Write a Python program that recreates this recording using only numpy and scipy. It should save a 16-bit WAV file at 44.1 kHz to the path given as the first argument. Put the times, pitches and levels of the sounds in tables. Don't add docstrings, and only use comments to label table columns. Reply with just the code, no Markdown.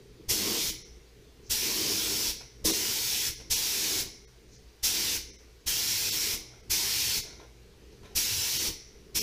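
import sys
import numpy as np
from scipy import signal
from scipy.io import wavfile
from scipy.ndimage import uniform_filter1d

SR = 44100
rng = np.random.default_rng(int(sys.argv[2]) if len(sys.argv) > 2 else 0)


def ratio(d):
    e = np.asarray(d, float) / 20
    return 10 ** e


def wav_record(signal):
    frames = np.transpose(np.atleast_2d(signal))
    bounded = np.clip(frames, -1, 1)
    quanta = np.round(bounded * 32767).astype(np.int16)
    wavfile.write(sys.argv[1], SR, quanta)


N = 406602
T = np.arange(N) / SR


def evened(x):
    return x / np.sqrt(np.mean(x ** 2) + 1e-20)


def read(points, hz):
    f, value = np.transpose(points)
    return np.interp(np.log(hz + 1), np.log(f + 1), value)


def noise(spectrum, patchy_db):
    frames = N // 256 + 5
    hz = np.fft.rfftfreq(1024, 1 / SR)
    real, imag, patches = rng.standard_normal((frames, 513, 3)).T
    patches = uniform_filter1d(patches, size=7, axis=0)
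    patches = evened(uniform_filter1d(patches, size=14, axis=1))
    level_db = read(spectrum, hz)[:, None] + patchy_db * patches
    z = (real + 1j * imag) * ratio(level_db)
    return evened(signal.istft(z, nperseg=1024, noverlap=768)[1][:N])


def resonance(hz, width):
    pole = np.exp(-np.pi * width / SR)
    slow = signal.lfilter([1], np.poly([pole, pole]), rng.standard_normal((N, 2)) @ [1, 1j])
    return evened((slow * np.exp(2j * np.pi * hz * T)).real)


def waver(seconds):
    return evened(uniform_filter1d(rng.standard_normal(N), size=round(seconds * SR)))


def swells(rows):
    power = sum(ratio(2 * db) * np.exp(-((T - centre) / half_width) ** 2)
                for centre, half_width, db in rows)
    return np.sqrt(power)


# frequency in Hz, level in dB per Hz.
WASH = [(12, -50), (20, 0.5), (64, -4.5), (87, -24), (125, -6), (145, -20), (203, -3), (245, -26.5),
        (259, -15), (439, -6), (600, -30), (780, -50), (1320, -120)]
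# frequency in Hz, level in dB per Hz.
FAR_HISS = [(400, -25), (600, 0), (1300, -4), (2000, -2), (3200, -3), (4600, -2), (6300, -5), (7600, -11),
            (13000, -15), (15400, -17)]
# frequency in Hz, width in Hz, level in dB.
DRONE = [(57, 12, -58), (120, 10, -64), (410, 150, -68)]


def still_air():
    drone = sum(ratio(db) * resonance(hz, width) for hz, width, db in DRONE)
    hiss = ratio(-63) * noise(FAR_HISS, patchy_db=1.5)
    swell_db = 2.0 * waver(seconds=0.15)
    wash = ratio(-57.5 + swell_db) * noise(WASH, patchy_db=2.0)
    return wash + hiss + drone


# opens in seconds, shuts in seconds, jet level in dB, opening surge in dB.
PASSES = [
    (0.28, 0.696, -35, 4),
    (1.491, 2.303, -34.5, 3.5),
    (2.638, 3.286, -34, 4.5),
    (3.495, 4.011, -34, 4),
    (4.823, 5.165, -34.5, 4.5),
    (5.657, 6.343, -34, 2.5),
    (6.692, 7.181, -33.5, 3.5),
    (8.146, 8.683, -34.5, 4.5),
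    (9.141, 9.4, -36, 4),
]


def flow():
    open_s, surge_s, drain_db_per_s = 0.015, 0.02, 397
    gain, surge_db = np.zeros(N), np.zeros(N)
    for opens, shuts, db, top_db in PASSES:
        since = np.maximum(T - opens, 0)
        over_db = top_db * since / surge_s * np.exp(1 - since / surge_s)
        drain_db = drain_db_per_s * np.maximum(T - shuts, 0)
        opening = 1 - np.exp(-(since / open_s) ** 2)
        gain += opening * ratio(db + over_db - drain_db)
        surge_db += over_db
    return gain, surge_db


# frequency in Hz, level in dB per Hz.
JET = [(290, -15.5), (500, -13), (586, -28.5), (716, -18.5), (1010, -15), (1170, -22.5), (1390, -15),
       (1850, -12), (2360, -7), (4640, -2.5), (5430, 1), (8850, -12), (13200, -11), (14800, -7),
       (15450, -14), (15700, -42)]
# frequency in Hz, level in dB per Hz.
FIZZ = [(4410, -16.5), (7500, 7), (8840, 2.5), (9680, 7.5), (13400, 5.5), (14700, 2.5), (15500, -4.5)]
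# frequency in Hz, width in Hz.
CAP_RING = (5900, 1600)


def jet(gain, surge_db):
    waver_db = 0.25 * waver(seconds=0.05)
    body = ratio(3.5) * noise(JET, patchy_db=1.5)
    fizz = ratio(-7 + 2 * surge_db) * noise(FIZZ, patchy_db=1.2)
    cap = ratio(5) * (ratio(surge_db) - 1) * resonance(*CAP_RING)
    return gain * ratio(waver_db) * (body + fizz + cap)


def ring(modes):
    t = T[:12000]
    sound = sum(ratio(db - 60 * t / t60) * np.sin(2 * np.pi * hz * t) for hz, db, t60 in modes)
    sound = sound * (1 - np.exp(-t / 0.0051))
    return sound / abs(sound).max()


# time in seconds, low thump in dB, knock in dB.
VALVE_MOVES = [(0.285, -41, -46), (0.692, -41, -42), (1.501, -40, -54), (2.293, -42, -44),
               (2.645, -37, -27), (3.296, -44.5, -49), (3.506, -38.5, -61), (4.01, -44, -55),
               (4.834, -40, -60), (5.179, -44, -55), (5.667, -41, -61), (6.34, -42, -56), (6.7, -39.5, -61),
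               (7.184, -43, -55), (8.156, -41, -54), (8.686, -41, -48), (9.15, -44, -47)]
# frequency in Hz, level in dB, t60 in seconds.
THUMP = [(29.4, 0, 0.39), (58.7, 11.5, 0.094), (127, -10, 0.064)]
# frequency in Hz, level in dB, t60 in seconds.
KNOCK = [(205, 7.5, 0.069), (318, 7.5, 0.23), (488, 25, 0.015)]


def valve():
    thump, knock = ring(THUMP), ring(KNOCK)
    out = np.zeros(N + 13000)
    for s, thump_db, knock_db in VALVE_MOVES:
        early = round((s - 0.005) * SR)
        late = round((s + 0.00356) * SR)
        out[early:early + 12000] -= ratio(thump_db + 5.5) * thump
        out[late:late + 12000] += ratio(knock_db + 0.5) * knock
    return out[:N]


# frequency in Hz, width in Hz, level in dB.
TANK = [(221, 84, -4), (317, 37, -2.5), (389, 57, -2), (460, 50, -6), (603.6, 290, -10.5),
        (1038, 410, -9.5)]
# frequency in Hz, width in Hz.
PANEL = (100, 59)
# centre in seconds, half width in seconds, level in dB.
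ON_TANK = [(.33, 0.022, -38), (.5, 0.085, -36), (1.7, 0.063, -41), (1.88, 0.096, -39.5),
           (2.1, 0.052, -40.5), (2.22, 0.043, -43), (2.7, 0.029, -33.5), (2.86, 0.077, -45.5),
           (3.9, 0.11, -44.5), (4.97, 0.056, -47), (5.09, 0.067, -48.5), (6.29, 0.11, -49),
           (6.82, 0.084, -54), (7.19, 0.08, -56), (8.66, 0.035, -42.5), (9.21, 0.046, -46)]
# centre in seconds, half width in seconds, level in dB.
ON_PANEL = [(.31, 0.015, -42), (1.51, 0.023, -45.5), (1.85, .06, -50), (2.12, 0.052, -51),
            (2.65, 0.015, -53), (3.285, 0.015, -44.5), (3.51, 0.016, -55), (4.0, .03, -46),
            (6.08, .06, -55), (6.7, .02, -55), (7.0, .08, -50), (7.1, 0.024, -48), (7.19, 0.018, -43.5),
            (8.36, 0.043, -45), (8.55, .07, -51), (8.7, .02, -46), (9.16, 0.016, -47)]


def target(gain):
    tank = evened(sum(ratio(db) * resonance(hz, width) for hz, width, db in TANK))
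    on_tank = np.hypot(swells(ON_TANK), ratio(-23) * gain)
    on_panel = np.hypot(swells(ON_PANEL), ratio(-22.5) * gain)
    return on_tank * tank + on_panel * resonance(*PANEL)


def strokes(rows, column):
    gain = np.zeros(N)
    for row in rows:
        start, fade = row[0], row[1]
        rise = 1 - np.exp(-np.maximum(T - start, 0) / 0.0037)
        gain += ratio(row[column]) * rise * np.exp(-abs(T - start) / fade)
    return gain


# start in seconds, fade in seconds, sole level in dB, treble grit level in dB.
SCUFFS = [
    (5.4, 0.025, -66, -74),
    (6.5, .08, -57, -68),
    (2.405, 0.022, -46, -48),
    (3.398, 0.022, -49.5, -47),
    (7.25, 0.084, -51, -68),
    (7.395, 0.042, -50, -59),
    (7.92, 0.047, -68, -63),
    (8.03, 0.11, -53, -58),
]
# frequency in Hz, level in dB per Hz.
SOLE = [(150, -46), (260, -15.5), (416, -13), (590, -16), (1050, -17), (1220, -42), (1320, -18),
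        (3000, -31), (3900, -21), (6600, -120)]
# frequency in Hz, level in dB per Hz.
GRIT = [(1180, -14), (2000, -9), (2360, 1.5), (3330, -8), (6200, -4), (7430, -19), (12000, -14),
        (15600, -48), (22000, -120)]
# centre in seconds, half width in seconds, level in dB.
DRAG = [
    (1.47, .025, -59),
    (4.545, .03, -58.5),
]
# frequency in Hz, level in dB per Hz.
HOSE = [(3000, -30), (4300, -9), (5200, -3), (6100, 0), (7000, -10), (9000, -35)]


def scuffs():
    grain = ratio(2.0 * waver(seconds=300 / SR))
    sole = strokes(SCUFFS, column=2) * noise(SOLE, patchy_db=-1.5)
    grit = strokes(SCUFFS, column=3) * noise(GRIT, patchy_db=1.5)
    hose = swells(DRAG) * noise(HOSE, patchy_db=1.5)
    return (sole + grit + hose) * evened(grain)


# frequency in Hz, t60 in seconds.
DECAY = [(60, .4), (400, .5), (1200, .42), (1900, .45), (2100, 1.1), (2350, .48), (3300, .44), (4100, .55),
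         (4800, .5), (5900, .72), (6800, .42), (9000, .3), (10300, .45), (11500, .28), (15000, .22)]


def tail():
    taps = np.zeros(SR // 2)
    at = np.arange(300, SR // 2 - 20, 20)
    taps[at + rng.integers(0, 20, len(at))] = rng.choice([-1., 1.], len(at))
    hz, t, z = signal.stft(taps, SR, nperseg=256)
    decay_db = -60 * t / read(DECAY, hz)[:, None]
    out = signal.istft(z * ratio(decay_db), SR, nperseg=256)[1]
    return out / np.linalg.norm(out)


def garage(x):
    out = np.zeros(N)
    for k in range(3):
        turn = np.sqrt(2 / 3) * np.cos(2 * np.pi * 1.3 * T + k * np.pi / 3)
        out += signal.fftconvolve(x * turn, tail())[:N]
    return out


def scene():
    gain, surge_db = flow()
    near = jet(gain, surge_db) + target(gain) + scuffs()
    heard = near + ratio(-10) * garage(near)
    mono = heard + valve() + still_air()
    return np.array([mono, mono])


# time in seconds, kept range in dB.
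THINNED = [(.116, 7), (.714, 9), (.839, 8), (2.72, 4), (3.358, 9), (3.55, 8), (4.264, 2), (4.467, 8),
           (4.574, 10), (5.32, 9), (5.373, 3), (6.11, 5), (6.621, 5), (7.221, 6), (8.586, 7), (9.204, 5)]
# time in seconds, band centre in Hz.
WIDENED = [(1.99, 13800), (2.22, 5700), (2.22, 9000), (2.405, 5000), (2.85, 5800), (2.9, 13200),
           (2.9, 14500), (3.15, 4700), (3.15, 14500), (3.27, 6300), (5.8, 11000), (5.8, 13800),
           (5.915, 9000), (6.915, 9000), (8.425, 6100), (8.425, 14500), (8.605, 7000), (8.63, 8200)]


def camera(x):
    hz, t, z = signal.stft(x, SR, nperseg=1024, noverlap=768)
    side = np.zeros_like(z)
    spin = np.exp(2j * np.pi * rng.random(len(t)))
    for s, centre_hz in WIDENED:
        band = abs(hz - centre_hz) < 750
        bump = np.cos(np.clip((t - s) / 0.017, -1, 1) * np.pi / 2)
        side[band] += 4.0 * bump * abs(z[band]) * spin
    for s, kept_db in THINNED:
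        near = abs(t - s) < 0.009
        size = abs(z[:, near]).mean(axis=1)
        threshold = np.sqrt(uniform_filter1d(size, size=40) * size[hz > 1500].max())
        weak = (size < ratio(-kept_db) * threshold) & (hz > 500)
        z[:, near] *= np.where(weak, 0.09, 1)[:, None]
    both = np.array([z + side, z - side]) * (hz < 15420)[:, None]
    return signal.istft(both, SR, nperseg=1024, noverlap=768)[1][:, :N]


def low_pass(x):
    return signal.sosfilt(signal.butter(12, 16600, fs=SR, output="sos"), x)


def record(dry):
    mix = camera(dry[0])
    return low_pass(mix)


dry = scene()
out = record(dry)
wav_record(out)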